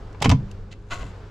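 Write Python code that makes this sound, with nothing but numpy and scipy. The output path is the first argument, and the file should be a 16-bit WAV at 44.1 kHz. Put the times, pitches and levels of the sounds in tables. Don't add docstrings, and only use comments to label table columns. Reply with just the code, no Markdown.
import sys
import numpy as np
from scipy import signal
from scipy.fft import rfft, irfft
from scipy.io import wavfile
from scipy.ndimage import uniform_filter1d

SR = 44100
rng = np.random.default_rng(int(sys.argv[2]) if len(sys.argv) > 2 else 0)


def store_wav(level_fs):
    pcm = np.round(np.clip(np.atleast_2d(level_fs), -1, 1) * 32767)
    wavfile.write(sys.argv[1], SR, pcm.T.astype(np.int16))


def how_loud(loudness_db):
    steps = np.asarray(loudness_db, float) / 20
    return 10 ** steps


N = 57330
T = np.arange(N) / SR
LEFT_RIGHT = np.array([[1], [-1]])


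def column(table, index):
    a = np.array(table, float)
    return np.interp(T, a[:, 0], a[:, index])


def unit(x):
    return x / np.sqrt(np.mean(x ** 2))


def low(x, hz):
    return signal.sosfilt(signal.butter(2, min(hz, 20000), fs=SR, output="sos"), x)


def high(x, hz):
    return signal.sosfilt(signal.butter(2, hz, "high", fs=SR, output="sos"), x)


def colour(x, points):
    a = np.array(points, float)
    grid_hz = np.linspace(1, SR / 2, 2049)
    level_db = np.interp(np.log(grid_hz), np.log(a[:, 0]), a[:, 1])
    cepstrum = irfft(np.log(how_loud(level_db)))
    cepstrum[1:2048] *= 2
    cepstrum[2049:] = 0
    impulse = irfft(np.exp(rfft(cepstrum)))[:2048]
    return signal.fftconvolve(x, impulse)[:len(x)]


def ring(x, modes):
    t = T[:SR // 2]
    h = 0
    for hz, db, t60_s in modes:
        h = h + how_loud(db) * np.sin(2 * np.pi * hz * t) * 1000. ** (-t / max(t60_s, .003))
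    return signal.fftconvolve(x, h)[:len(x)]


def walk(rate_hz):
    k = int(SR / rate_hz)
    steps = np.repeat(rng.standard_normal(N // k + 1), k)
    return 1.3 * uniform_filter1d(uniform_filter1d(steps, k), k)[:N]


def pan(x, db):
    return x * how_loud(np.array([db / 2 + 0 * T, -db / 2 + 0 * T]))


def rumble():
    # f/Hz, relative density/dB
    spectrum = [(12, -20.5), (22, 0.5), (55, -1.5), (80, -8), (130, -10.5), (250, -20.5), (450, -19),
                (630, -25.5), (1500, -31), (2000, -38), (4650, -45), (7500, -54), (9000, -64), (12000, -70),
                (15400, -88)]
    # t/s, middle/dB, bass/dB, treble/dB (relative)
    bands = [(0, 5, 5.5, 2), (.2, -1.5, 0, 0.5), (.4, 2, 6, 1), (.55, 0, 0.5, 0.5), (.66, -3, -1, -3),
             (.8, -4, -2.5, -5.5), (.89, -6, -5, -6.5), (1.0, 4, 4, 7), (1.04, 3.5, 2, 2.5),
             (1.15, 3, -3, 3), (1.3, -0.5, 0, 1)]
    level_db, bass_hz, treble_hz = -39, 500, 1940
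    mid, side = (unit(colour(rng.standard_normal(N), spectrum)) for _ in range(2))
    side = 0.27 * high(side, 580) + 0.1 * side
    both = mid + side * LEFT_RIGHT
    bass = low(both, bass_hz)
    treble = both - low(both, treble_hz)
    middle = both - bass - treble
    bass = bass * how_loud(column(bands, 2) + walk(7))
    middle = middle * how_loud(column(bands, 1) + walk(15.45))
    treble = treble * how_loud(column(bands, 3))
    return how_loud(level_db) * (bass + middle + treble)


def hum():
    # f/Hz, rms level/dB (both centres of the wander)
    partials = [(99, -43), (193, -57.5), (403, -58)]
    level_spread_db, pitch_spread = 2.2, 0.0259
    out = np.zeros(N)
    for hz, db in partials:
        gain = np.sqrt(2) * how_loud(db + level_spread_db * walk(11.48))
        phase = 2 * np.pi * np.cumsum(hz * (1 + pitch_spread * walk(7))) / SR
        out += gain * np.sin(phase)
    return out


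def room(x):
    t60_s, level_db, top_hz, bottom_hz = .15, -15.5, 6000, 650
    t = T[:SR // 3]
    noise = high(low(rng.standard_normal((2, len(t))), top_hz), bottom_hz)
    tail = noise * 1000. ** (-t / t60_s) * (t > .0015)
    tail /= np.sqrt((tail ** 2).sum(axis=1, keepdims=True))
    return how_loud(level_db) * signal.fftconvolve(x, tail, axes=1)[:, :N]


def drum_air():
    # t/s, f/Hz, rms level/dB
    glide = [(.285, 59.4, -17.5), (.3, 72, -13), (.315, 88.3, -14), (.332, 101, -28), (.35, 124.5, -14),
             (.37, 135.4, -35.5), (.4, 132.3, -20.5), (.43, 131, -60)]
    on = (T > glide[0][0]) & (T < glide[-1][0])
    phase = 2 * np.pi * np.cumsum(on * column(glide, 1)) / SR
    return on * np.sqrt(2) * how_loud(column(glide, 2)) * np.sin(phase)


def rub():
    # t/s, relative level/dB, slip rate/(1/s), pan/dB, treble/dB
    rubbing = [(.70, -95, 770, 8, 0), (.714, -50, 1220, -2, -11), (.728, -43.5, 870, -2, -5.5),
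               (.74, -56.5, 1200, 2, -4), (.75, -81, 900, 0, 12), (.893, -70, 990, 15, 6),
               (.9, -56, 1900, -2, 8), (.907, -42, 1250, 3, -2), (.91, -35.5, 1060, 3, 0),
               (.925, -33.5, 980, 1, -3.5), (.945, -41, 840, 3, 7.5), (.96, -45.5, 800, 1.5, 3),
               (.995, -48.5, 780, 3.5, 4), (1.022, -47, 990, 3.5, 1), (1.045, -53, 480, 4, 4),
               (1.1, -59.5, 1600, 4, 6), (1.15, -68, 1200, 1, -10)]
    # f/Hz, nominal width/Hz (at least 60 used), relative level/dB
    hinge = [(394, 62, -7.5), (735, 65, 1.5), (1000, 110, -4), (1127, 48, 3), (1470, 65, -1),
             (2043, 48, -2.5), (2654, 170, 0), (3360, 190, -18), (3980, 100, -12), (6500, 930, -25)]
    # f/Hz, relative density/dB
    door = [(180, -17.5), (300, -26), (730, -21), (1300, -5), (1700, -14.5), (2800, -13.5), (4000, -21),
            (5200, -28), (7000, -21.5), (9000, -38.5), (12000, -49), (15400, -79)]
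    grind = .5
    door_db, treble_hz, apart_db = -1, 4500, -14.5
    thin_until_s, thin_hz, thin_lows_db = .8, 1800, -18.5
    g = rng.standard_normal((3, N))
    rate = column(rubbing, 2) / SR
    slips = (rng.random(N) < rate) * how_loud(2 * g[1]) / np.sqrt(rate) + grind * g[0]
    on = (T > rubbing[0][0]) & (T < rubbing[-1][0])
    modes = [(hz, db, 2.2 / max(width_hz, 60)) for hz, width_hz, db in hinge]
    impulse = (T == 0) * 1.
    hinge_norm = np.linalg.norm(ring(impulse, modes))
    door_norm = np.linalg.norm(colour(impulse, door))

    def body(clicks):
        clicks = clicks * on * how_loud(column(rubbing, 1))
        x = ring(clicks, modes) / hinge_norm + how_loud(door_db) * colour(clicks, door) / door_norm
        x = x + (how_loud(column(rubbing, 4)) - 1) * high(x, treble_hz)
        thin = high(high(x, thin_hz), thin_hz) + how_loud(thin_lows_db) * x
        return np.where(T < thin_until_s, thin, x)

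    side = high(body(slips * np.sign(g[2])), 800)
    both = body(slips * np.sign(g[0])) + how_loud(apart_db) * side * LEFT_RIGHT
    return pan(both, column(rubbing, 3))


def thuds():
    # t/s, relative level/dB, length/s
    pushes = [(.213, -23.5, 0.0038), (.245, -16, 0.0059), (.257, -13, 0.0016), (.281, -11, 0.0027),
              (.314, -20, 0.0016), (.324, -8.5, 0.0029), (.343, -55, 0.0049), (.385, -19, 0.012),
              (.43, -25, 0.0051), (.915, -48.5, 0.0014), (1.004, -13, 0.013), (1.03, -42, 0.0022),
              (1.047, -35, 0.0027)]
    # f/Hz, relative level/dB, t60/s
    panels = [(38, -17, .1), (72, -10.5, 0.22), (121.2, -6, 0.24), (149.1, 5.5, 0.151),
              (198.35, -4.5, 0.79), (259.4, 5, 0.12), (452, -2, 0.14)]
    push = np.zeros(N)
    for start_s, db, length_s in pushes:
        u = np.clip((T - start_s) / length_s, 0, 1)
        push += how_loud(db) * np.sin(np.pi * u) / (length_s * SR)
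    return pan(high(ring(push, panels), 37), -0.83)


def clacks():
    # t/s, relative level/dB, chatter t60/s, top f/Hz, bottom f/Hz, pan/dB
    contacts = [(.128, -50, .02, 12100, 3000, 3), (.146, -36.5, 0.047, 1800, 397, 2.5),
                (.203, -42, 0.06, 8200, 305, 11), (.2125, -24, 0.037, 1500, 304, -7),
                (.2188, -24, 0.024, 8300, 1000, -9), (.2226, -10.5, 0.029, 12500, 200, -0.5),
                (.226, -17, 0.022, 7150, 189, -1.5), (.2425, -15, 0.051, 7000, 298, 0),
                (.2462, -13.5, 0.061, 9700, 280, 1), (.2565, -9.5, 0.028, 3000, 500, -2),
                (.2935, -15, .02, 13100, 1500, -2), (.2995, -13, 0.03, 6000, 740, 4.5),
                (.3132, -14, 0.048, 7700, 295, -3), (0.3181, -12.5, 0.056, 1500, 300, 1),
                (.513, -41, 0.022, 11300, 3460, 2.5), (0.959, -36.5, 0.022, 8950, 790, -3),
                (1.031, -30.5, 0.025, 1500, 201, 2), (1.066, -44.5, 0.022, 9000, 1500, 4)]
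    # f/Hz, relative level/dB, t60/s
    latch = [(440, -13, 0.12), (700, -8.5, 0.037), (870, 3, 0.014), (1000, -3.5, 0.11), (1076, -1, 0.031),
             (1220, 2.5, 0.018), (1500, -11.5, 0.034), (2180, -14, 0.013), (2650, -1.5, 0.0099),
             (3000, -2, 0.0072)]
    # f/Hz, relative density/dB
    spectrum = [(200, -34), (400, -5.5), (1180, -9.5), (1710, -8.5), (2870, -11), (4000, -14.5),
                (7500, -16.5), (9000, -29.5), (12500, -33), (13500, -33), (15400, -73)]
    rise_s, strength_spread_db = 0.00083, 2.3
    apart_hz, apart_db = 3000, -10.5
    out, t = np.zeros((2, N)), T[:SR // 5]
    for start_s, db, t60_s, top_hz, bottom_hz, pan_db in contacts:
        g = rng.standard_normal((3, len(t)))
        shape = how_loud(strength_spread_db * g[1]) * np.minimum(t / rise_s, 1) * 1000. ** (-t / t60_s)
        hits = low(g[0] * shape, top_hz)
        unlike = high(low(g[2] * shape, top_hz), apart_hz)
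        crack = colour(hits, spectrum)
        scale = 1 / np.sqrt(np.mean(crack ** 2))
        x = high(unit(ring(hits, latch)) + scale * crack, bottom_hz)
        peak_rms = np.sqrt(uniform_filter1d(x ** 2, 128).max())
        gain = how_loud(db) / peak_rms / 2
        both = x + how_loud(apart_db) * scale * colour(unlike, spectrum) * LEFT_RIGHT
        i = int(start_s * SR)
        out[:, i:i + len(t)] += gain * both * how_loud(pan_db / 2 * LEFT_RIGHT)
    return out


def scene():
    near = clacks() + rub()
    return near + room(near) + thuds() + drum_air() + rumble() + hum()


def low_pass(x):
    return signal.sosfilt(signal.butter(12, 15530, fs=SR, output="sos"), x)


def record(dry):
    drive = 0.66
    mix = np.tanh(drive * dry) / drive
    return low_pass(mix)


dry = scene()
out = record(dry)
store_wav(out)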